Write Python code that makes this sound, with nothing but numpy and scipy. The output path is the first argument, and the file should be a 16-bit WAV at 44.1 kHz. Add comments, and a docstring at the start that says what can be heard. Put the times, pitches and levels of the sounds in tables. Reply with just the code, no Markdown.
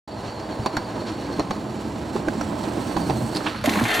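"""A skateboard rolls closer over concrete paving, jumps and grinds along a stone ledge.
Surface roughness drives wheels and deck into broadband vibration, and the two axles clack across joints.
The deck booms as the rider crouches, the tail pops, a shoe rasps over the grip tape, and the board
slams down and chatters. Friction on the edge excites the resonances of one metal truck.
Short reflections surround the board, and a limiter holds down the loudest blows."""
import sys
import numpy as np
from scipy import signal
from scipy.fft import rfft, irfft
from scipy.io import wavfile
from scipy.ndimage import uniform_filter1d, map_coordinates

SR = 44100
rng = np.random.default_rng(int(sys.argv[2]) if len(sys.argv) > 2 else 0)


def wrap_up_sound(samples):
    """Save the sound to the file named by the first command line argument, as 16-bit audio."""
    columns = np.atleast_2d(samples).T
    # keep every value between -1 and 1, then stretch to whole-number steps
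    tamed = np.clip(columns, -1, 1)
    steps = np.round(tamed * 32767).astype(np.int16)
    wavfile.write(sys.argv[1], SR, steps)


N = 176400
T = np.arange(N) / SR


def amp(db):
    """Amplitude ratio of a level in decibels."""
    return 10 ** (np.asarray(db) / 20)


def unit(x):
    """Normalisation to rms 1."""
    return x / np.sqrt(np.mean(x ** 2) + 1e-20)


def decay(t, t60):
    """Exponential damping: 60 dB in t60 seconds."""
    return np.exp(-np.log(1000) * t / t60)


def curves(table):
    """Linear interpolation of each column of a time table at every sample."""
    s, *columns = np.transpose(table)
    return [np.interp(T, s, column) for column in columns]


def read(points, hz):
    """Interpolation on a logarithmic frequency axis."""
    f, value = np.transpose(points)
    return np.interp(np.log(hz + 1e-6), np.log(f), value)


def colour(x, spectrum, centre=1):
    """Zero-phase filtering by a spectrum whose frequencies are multiplied by centre."""
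    hz = np.fft.rfftfreq(len(x), 1 / SR)
    return irfft(rfft(x) * amp(read(spectrum, hz / centre)), len(x))


def add(mix, s, sound):
    """Superposition of a sound starting at s seconds."""
    part = mix[round(s * SR):][:len(sound)]
    part += sound[:len(part)]


def waver(depth_db, top_hz):
    """Random modulation: a factor near 1 that fluctuates at rates from 2 Hz to about top_hz."""
    hz = np.fft.rfftfreq(N, 1 / SR)
    slow = rfft(rng.standard_normal(N)) * (hz > 2) / (1 + (hz / top_hz) ** 4)
    return amp(depth_db * unit(irfft(slow, N)))


def grit(per_s, spread_db, share):
    """Shot noise of tiny impacts carries a share of the power; Gaussian rubbing noise carries the rest."""
    impacts = (rng.random(N) < per_s / SR) * rng.choice([-1, 1], N)
    sizes = amp(spread_db * np.minimum(rng.exponential(1, N), 3.7))
    return np.sqrt(share) * unit(impacts * sizes) + np.sqrt(1 - share) * rng.standard_normal(N)


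def burst(spectrum, t60, centre=1, size=8192):
    """A struck body with many close modes responds as decaying noise, starting near rms 1."""
    t = T[:size]
    envelope = np.minimum(t / 0.00046, 1) * decay(t, t60)
    noise = colour(rng.standard_normal(size), spectrum, centre)
    return unit(noise * envelope) * np.sqrt(np.mean(envelope ** 2))


def mode(hz, t60, rise_s, size=8192):
    """Free vibration of one mode: a damped sinusoid with a finite rise."""
    t = T[:size]
    return np.sin(2 * np.pi * hz * t) * np.minimum(t / rise_s, 1) * decay(t, t60)


def resonate(drive, modes):
    """Forced vibration of sharp resonances sharing one drive; rms 1."""
    out = np.zeros(N)
    for hz, bandwidth, db in modes:
        pole = np.exp((-np.pi * bandwidth + 2j * np.pi * hz) / SR)
        out += amp(db) * unit(signal.lfilter([1], [1, -pole], drive).imag)
    return unit(out)


def reflections(x, t60, size=16384):
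    """Scattering from paving, ledge and trees: convolution with sparse, decaying echoes."""
    t = T[:size]
    signs = rng.choice([-1, 1], size)
    arrivals = (rng.random(size) < 2000 / SR) * (t > 0.002)
    echoes = signs * arrivals * decay(t, t60)
    return signal.oaconvolve(x, echoes / np.linalg.norm(echoes))[:N]


# whirr of the bearings (t/s, level/dB)
WHIRR_LEVELS = [(1.2, -50), (1.7, -58), (2.5, -63.5), (2.9, -48)]
def bearings(centre_hz=4407):
    """Random frequency and amplitude modulation make the bearings' tone wander and swell."""
    hz = centre_hz * waver(depth_db=0.15, top_hz=12) * waver(depth_db=0.25, top_hz=400)
    tone = np.sin(2 * np.pi * np.cumsum(hz) / SR) * waver(depth_db=3, top_hz=22)
    return amp(curves(WHIRR_LEVELS)[0]) * unit(tone)


# spectrum of a sole on grip tape (f/Hz, level/dB)
SHOE_SPECTRUM = [(400, -27), (900, -19), (1300, 3), (2000, -8), (2800, -8), (4400, -12), (6000, -42),
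                 (10000, -23), (16000, -40)]
def shoe(start_s=3.46, release_s=3.63, fade_s=0.058):
    """Sliding friction: a sole rasps up the grip tape while the board is in the air."""
    stroke = (T > start_s) * np.exp(-np.maximum(T - release_s, 0) / fade_s)
    rasp = colour(grit(per_s=1100, spread_db=5.5, share=0.9), SHOE_SPECTRUM)
    return amp(-40) * stroke * unit(rasp)


# spectrum of the finest grit (f/Hz, level/dB)
FINE_SPECTRUM = [(3000, -15), (5500, -13), (7300, 4), (8600, 0), (11000, -6.5), (16000, -12.5)]
# lag of a near reflection as the angle to the board changes (t/s, delay/ms)
REFLECTION_DELAY = [(.1, 0.55), (0.9, 0.58), (1.7, 0.41), (2.5, 0.38), (3, 0.335), (3.4, .36)]
def fine_hiss(sand):
    """Interference with a near reflection comb-filters the treble of the grit; rms 1."""
    direct = colour(sand, FINE_SPECTRUM)
    delay_s = curves(REFLECTION_DELAY)[0] / 1000
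    reflected = map_coordinates(direct, [(T - delay_s) * SR], order=3)
    return unit(direct + 0.36 * reflected)


# response of wheels and deck (f/Hz, level/dB)
ROAR_SPECTRUM = [(60, -58), (140, -5), (230, 0), (320, 0.5), (400, -6), (490, -9), (640, -6), (800, -10.5),
                 (970, -8.5), (1200, -18.5), (1600, -21), (2200, -28.5), (4000, -32.5), (16000, -96)]
# low drone of the deck within the roar (t/s, gain/dB)
DRONE_GAIN = [(.3, -5.5), (1.4, 0.5), (2.6, 2)]
def roar(drone_top_hz=368):
    """Rough concrete forces wheels and deck to vibrate; the low drone fills in as the board nears."""
    ground = grit(per_s=2500, spread_db=4.5, share=0.45) * waver(depth_db=0.88, top_hz=32)
    vibration = unit(colour(ground, ROAR_SPECTRUM))
    hz = np.fft.rfftfreq(N, 1 / SR)
    drone = irfft(rfft(vibration) / (1 + (hz / drone_top_hz) ** 10), N)
    return vibration + (amp(curves(DRONE_GAIN)[0]) - 1) * drone


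# the approach (t/s, rumble level/dB, roar gain/dB, hiss level/dB, fine hiss level/dB, leftward pan/dB)
ROLL = [(.07, -40.5, -33.5, -49.5, -62.5, -2.5), (.3, -36, -31, -48, -59.5, -2.5),
        (.55, -39, -30, -47, -58.5, -3), (.9, -39, -29, -46.5, -58.5, -3),
        (1.25, -36, -30.5, -43, -58, -3.5), (1.6, -38.5, -31.5, -47.5, -58, -4),
        (2.05, -37, -31.5, -45, -57.5, -5.5), (2.55, -35.5, -29.5, -44, -53, -7.5),
        (2.9, -35.5, -29, -42.5, -49, -9), (3.25, -33, -29.5, -45, -47.5, -7),
        (3.45, -40.5, -31, -38.5, -51, -7), (3.62, -36.5, -38, -43.5, -67, -3.5),
        (4, -63, -40.5, -60, -60, -2)]
# spectra of the low rumble and of grit under the wheels (f/Hz, level/dB)
RUMBLE_SPECTRUM = [(30, -48), (58, -3.5), (72, -4), (95, -1.5), (120, 1), (160, -7), (230, -4), (400, -48),
                   (1000, -78)]
HISS_SPECTRUM = [(400, -1), (1500, 1.5), (2200, -4), (2800, -3), (3600, -5.5), (4300, -0.5), (5000, -8.5),
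                 (5600, -5), (6400, -13), (9000, -23.5), (16000, -49)]
# scuffs over coarse patches (t/s, half-length/s, level/dB)
SCUFFS = [(0.277, 0.031, -39.5), (0.402, .008, -38.5), (1.083, 0.02, -36), (2.64, 0.01, -38.5)]
def rolling():
    """Rolling noise from surface roughness: rumble, roar and hissing grit, with the bearings' whirr."""
    rumble_db, roar_db, hiss_db, fine_db, _ = curves(ROLL)
    sand = grit(per_s=2500, spread_db=4.5, share=0.33) * waver(depth_db=1.27, top_hz=25)
    scuffs = sum(amp(db) * np.exp(-((T - s) / half) ** 2) for s, half, db in SCUFFS)
    hiss = np.hypot(amp(hiss_db), scuffs) * unit(colour(sand, HISS_SPECTRUM))
    rumble = amp(rumble_db) * unit(colour(rng.standard_normal(N), RUMBLE_SPECTRUM))
    return rumble + amp(roar_db) * roar() + hiss + amp(fine_db) * fine_hiss(sand) + bearings()


# boom of the deck under the crouching rider (t/s, level/dB)
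BOOM_LEVELS = [(2.95, -43), (3.03, -29.5), (3.09, -31.5), (3.16, -25.5), (3.19, -40), (3.24, -22.5),
               (3.29, -36), (3.37, -67)]
def crouch(high_hz=166.9, low_hz=124.8, sag_start_s=3.07, sag_hz_per_s=530):
    """A mode of the loaded deck booms unevenly, its frequency sagging as the rider sinks."""
    hz = np.clip(high_hz - sag_hz_per_s * (T - sag_start_s), low_hz, high_hz)
    hz *= waver(depth_db=0.5, top_hz=40.4)
    boom = np.sin(2 * np.pi * np.cumsum(hz) / SR) * waver(depth_db=1, top_hz=35)
    return amp(curves(BOOM_LEVELS)[0]) * (T > BOOM_LEVELS[0][0]) * unit(boom)


# axles crossing joints (t/s, second wheel's lag/s, thump f/Hz, thump level/dB, clack f/Hz,
# clack level/dB, metal tick level/dB, knock t60/s, truck ring f/Hz)
JOINTS = [(0.6604, 0.0034, 503, -31, 1030, -13.5, -23, 0.025, 4540),
          (0.7677, 0.0036, 624, -32, 1600, -17, -22.5, 0.052, 4480),
          (1.3950, 0.0079, 309, -9, 1020, -16, -24, 0.01, 4250),
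          (1.5080, 0.0026, 209, -16.5, 836, -18.5, -26, 0.023, 4340),
          (2.1601, 0.0015, 365, -12.5, 1020, -20, -50, 0.022, 4400),
          (2.2834, 0.0012, 324, -12, 1740, -19, -44, .003, 4400),
          (2.4105, .002, 304, -20, 1570, -20.5, -29.5, 0.015, 5750),
          (2.9661, 0.0072, 300, -13.5, 1000, -16, -32.5, .015, 4500),
          (3.0975, 0.0082, 270, -11.5, 864, -12.5, -27, 0.01, 4540)]
# spectrum of a wheel's clack (f/centre frequency, level/dB)
CLACK_SPECTRUM = [(.1, 3), (.4, 5), (.75, 3), (1, 7), (1.25, -7.5), (1.8, -15), (3.5, -17.5), (16, -46)]
# spectra of a metal tick and of a sharp crack against paving or ledge (f/Hz, level/dB)
TICK_SPECTRUM = [(800, 18.5), (2500, 3), (3200, -2), (3700, -0.5), (4450, 10.5), (5000, -16), (5600, 9),
                 (6400, -18), (7500, -12), (11000, -20), (16000, -33)]
CRACK_SPECTRUM = [(1000, -33), (3800, 6), (5500, -1), (7000, 0.5), (10000, -13), (12000, -13), (16000, -26)]
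def joints(drop_s=0.00477, second_wheel_db=-3.5):
    """Impact excitation: the wheels drop into a joint, then strike its far edge and ring the truck."""
    out = np.zeros(N)
    for s, lag, thump_hz, thump_db, clack_hz, clack_db, tick_db, knock_t60, ring_hz in JOINTS:
        add(out, s - drop_s, amp(thump_db) * mode(thump_hz, t60=0.042, rise_s=0.0013))
        add(out, s, amp(clack_db - 0.5) * mode(clack_hz, knock_t60, rise_s=0.00041))
        for hz in ring_hz * rng.uniform(0.96, 1.04, 3):
            add(out, s, amp(tick_db - 9) * mode(hz, t60=0.074, rise_s=0.002))
        add(out, s, amp(tick_db - 5.5) * burst(CRACK_SPECTRUM, t60=0.025))
        for wheel_s, gain in ((s, 1), (s + lag, amp(second_wheel_db))):
            clack = amp(clack_db) * burst(CLACK_SPECTRUM, t60=0.029, centre=clack_hz)
            tick = amp(tick_db) * burst(TICK_SPECTRUM, t60=0.063)
            add(out, wheel_s, gain * (clack + tick))
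    return out


# the tail scraping the paving as it pops (t/s, level/dB)
TAIL_SCRAPES = [(3.349, -25), (3.360, -24), (3.368, -22.5)]
# spectrum of a scrape (f/Hz, level/dB)
SCRAPE_SPECTRUM = [(800, 0.5), (2500, -8), (3600, -4), (4600, 7.5), (5500, -7), (6300, -15), (7500, -15),
                   (11000, -15), (12000, -25), (16000, -28)]
# blows on wood and truck in the jump and landing (t/s, centre f/Hz, level/dB, t60/s)
BLOWS = [(3.404, 1190, -29.5, 0.12), (3.461, 1170, -22, 0.11), (3.464, 2930, -22, 0.087),
         (3.55, 1510, -29.5, .05), (3.6405, 1380, -19, 0.025), (3.658, 2530, -17.5, 0.025),
         (3.686, 1200, -21, 0.018), (3.693, 2940, -16.5, 0.026), (3.7363, 2960, -21, 0.019),
         (3.757, 1600, -16.5, 0.027), (3.789, 1790, -21, .04), (3.81, 930, -19, 0.052),
         (3.853, 1820, -20, 0.087)]
# spectrum of a blow on wood (f/centre frequency, level/dB)
WOOD_SPECTRUM = [(.1, -15), (.4, 1), (.75, 1.5), (1, 0.5), (1.4, -1.5), (1.8, -16), (3.5, -39), (16, -54)]
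# the deck flexing underfoot and on the ledge (t/s, f/Hz, level/dB, t60/s)
DECK_FLEXES = [(.593, 113, -13, 0.064), (1.3998, 310, -11.5, 0.025), (2.151, 440, -16, 0.03),
               (2.376, 238, -11.5, 0.052), (3.067, 161, -33, 0.073), (3.641, 610, -11, 0.065),
               (3.672, 680, -7, 0.039), (3.677, 266, 0, 0.02), (3.708, 260, -5, 0.022),
               (3.774, 214, -10.5, 0.12), (3.815, 242, -6, 0.07), (3.829, 116, -11.5, 0.086)]
def board():
    """Transient response: hard scrapes and blows excite many modes, a soft push one bending mode."""
    out = np.zeros(N)
    for s, db in TAIL_SCRAPES:
        add(out, s, amp(db) * burst(SCRAPE_SPECTRUM, t60=0.041))
    for s, hz, db, t60 in BLOWS:
        add(out, s, amp(db) * burst(WOOD_SPECTRUM, t60, centre=hz))
    for s, hz, db, t60 in DECK_FLEXES:
        add(out, s, amp(db) * mode(hz, t60, rise_s=0.0049))
    return out


# course of the grind (t/s, deck chatter level/dB, stone scrape level/dB, truck ring level/dB)
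GRIND = [(3.640, -37, -36, -44), (3.68, -23.5, -30.5, -36), (3.73, -22, -30, -49), (3.78, -24.5, -32, -39),
         (3.83, -23, -32.5, -44), (3.88, -32, -31, -30.5), (3.912, -56, -23, -26), (3.95, -44, -27, -26),
         (4, -20.5, -25.5, -28.5)]
# spectra of the chattering deck, scraped stone and stone dust (f/Hz, level/dB)
CHATTER_SPECTRUM = [(30, -35), (90, -3), (140, -14), (230, 6.5), (320, -2.5), (490, -11.5), (700, -9),
                    (1050, -6.5), (1500, -36), (16000, -85)]
STONE_SPECTRUM = [(100, -36), (350, -23), (700, 7.5), (1100, -10), (1500, 2), (2200, 4.5), (3000, -3.5),
                  (4200, 0), (5100, -14), (16000, -34)]
DUST_SPECTRUM = [(3500, -10), (6500, 1), (12500, -3), (16000, -15)]
# resonances of the truck's ring and thin squeal (f/Hz, bandwidth/Hz, relative level/dB)
TRUCK_MODES = [(450, 35, 4), (736, 13, 5), (1436, 84, 5.5), (1838, 18, 6.5), (1890, 30, -1), (2050, 17, 0),
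               (2160, 67, 5), (2590, 33, -4), (2770, 33, 6), (3190, 50, 3), (3660, 260, 6)]
SQUEAL_MODES = [(11630, 46, 2), (12000, 110, -4)]
# the truck biting into the stone (t/s, crack level/dB, crack t60/s, squeal level/dB)
BITES = [(3.639, -28, 0.018, -60), (3.6585, -22, 0.024, -36), (3.6947, -22.5, 0.022, -34),
         (3.8385, -26, .035, -46), (3.885, -27, 0.02, -50), (3.908, -30, 0.027, -40),
         (3.9411, -28, 0.15, -35)]
def grind():
    """Friction on crumbling stone forces deck and truck to vibrate; each bite cracks and squeals."""
    chatter_db, stone_db, ring_db = curves(GRIND)
    crumbs = grit(per_s=9000, spread_db=4.5, share=0.56) * waver(depth_db=1.5, top_hz=131)
    surges = sum((T > s) * np.exp(-abs(T - s) / 0.0051) for s, *_ in BITES)
    crumbs *= 1 + 0.3 * surges
    jolts = grit(per_s=300, spread_db=5, share=0.57)
    out = amp(chatter_db) * unit(colour(jolts, CHATTER_SPECTRUM))
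    out += amp(stone_db) * unit(colour(crumbs, STONE_SPECTRUM))
    out += amp(ring_db) * resonate(crumbs, TRUCK_MODES)
    out += amp(-41) * unit(colour(crumbs, DUST_SPECTRUM))
    squeal = resonate(crumbs, SQUEAL_MODES)
    for s, crack_db, t60, squeal_db in BITES:
        add(out, s, amp(crack_db) * burst(CRACK_SPECTRUM, t60))
        out += amp(squeal_db) * squeal * (T > s) * decay(abs(T - s), 1.8 * t60)
    return out * (T > GRIND[0][0])


# strength of the direction cue (f/Hz, factor on the pan)
PAN_WEIGHT = [(130, 0), (250, 0.26), (500, 0.84), (1000, 1.1), (2000, 0.89), (4000, 0.53), (12000, 0.12)]
def place(x, pan_db):
    """A level difference between the channels gives direction, mostly at middle frequencies."""
    hz, s, spectra = signal.stft(x, SR, nperseg=512)
    lean_db = read(PAN_WEIGHT, hz)[:, None] * np.interp(s, T, pan_db) / 2
    left_right = np.array([spectra * amp(lean_db), spectra * amp(-lean_db)])
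    return signal.istft(left_right, SR)[1][:, :N]


# direction of the grind (t/s, leftward pan/dB)
LEDGE_PAN = [(3.64, -3), (3.76, -2), (3.9, 0.5), (4, -0.5)]
# early reflections, in antiphase between the channels (f/Hz, gain/dB)
SIDE_SPECTRUM = [(50, -26), (125, -17), (500, -8.5), (4000, -11.5), (8000, -12), (12000, -27)]
def scene():
    """Direct and reflected sound superpose as the board comes from the right and ends in front."""
    approach = rolling() + crouch() + joints() + board() + shoe()
    ledge = grind()
    direct = place(approach, curves(ROLL)[4]) + place(ledge, curves(LEDGE_PAN)[0])
    side = colour(reflections(approach + ledge, t60=0.027), SIDE_SPECTRUM)
    reverberation = amp(-12.5) * reflections(approach + ledge, t60=0.21)
    return direct + reverberation + np.array([side, -side])


ONSET_S, CUTOFF_HZ = 0.075, 16400
THRESHOLD_DB, RECOVERY_DB_PER_S, LIMIT_SLOPE, CEILING_DB = -14, 88, 0.52, -4.5
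def record(dry):
    """Dynamic compression: after an abrupt onset a limiter ducks and rounds peaks; a low-pass follows."""
    dry = dry * np.clip((T - ONSET_S) / 0.0032, 0, 1)
    power = uniform_filter1d((dry ** 2).mean(0), size=64)
    power_db = 10 * np.log10(abs(power) + 1e-12)
    recovery_db = T * RECOVERY_DB_PER_S
    peak_db = np.maximum.accumulate(power_db + recovery_db) - recovery_db  # held peaks fall steadily
    excess_db = np.maximum(peak_db - THRESHOLD_DB, 0)
    smooth_db = uniform_filter1d(uniform_filter1d(excess_db, size=48), size=32)
    limited = dry * amp(-LIMIT_SLOPE * smooth_db)
    rounded = limited / (1 + (limited / amp(CEILING_DB)) ** 4) ** (1 / 4)
    lowpass = signal.firwin(511, CUTOFF_HZ, window=("kaiser", 9), fs=SR)
    return signal.oaconvolve(rounded, lowpass[None], "same")


dry = scene()
out = record(dry)
wrap_up_sound(out)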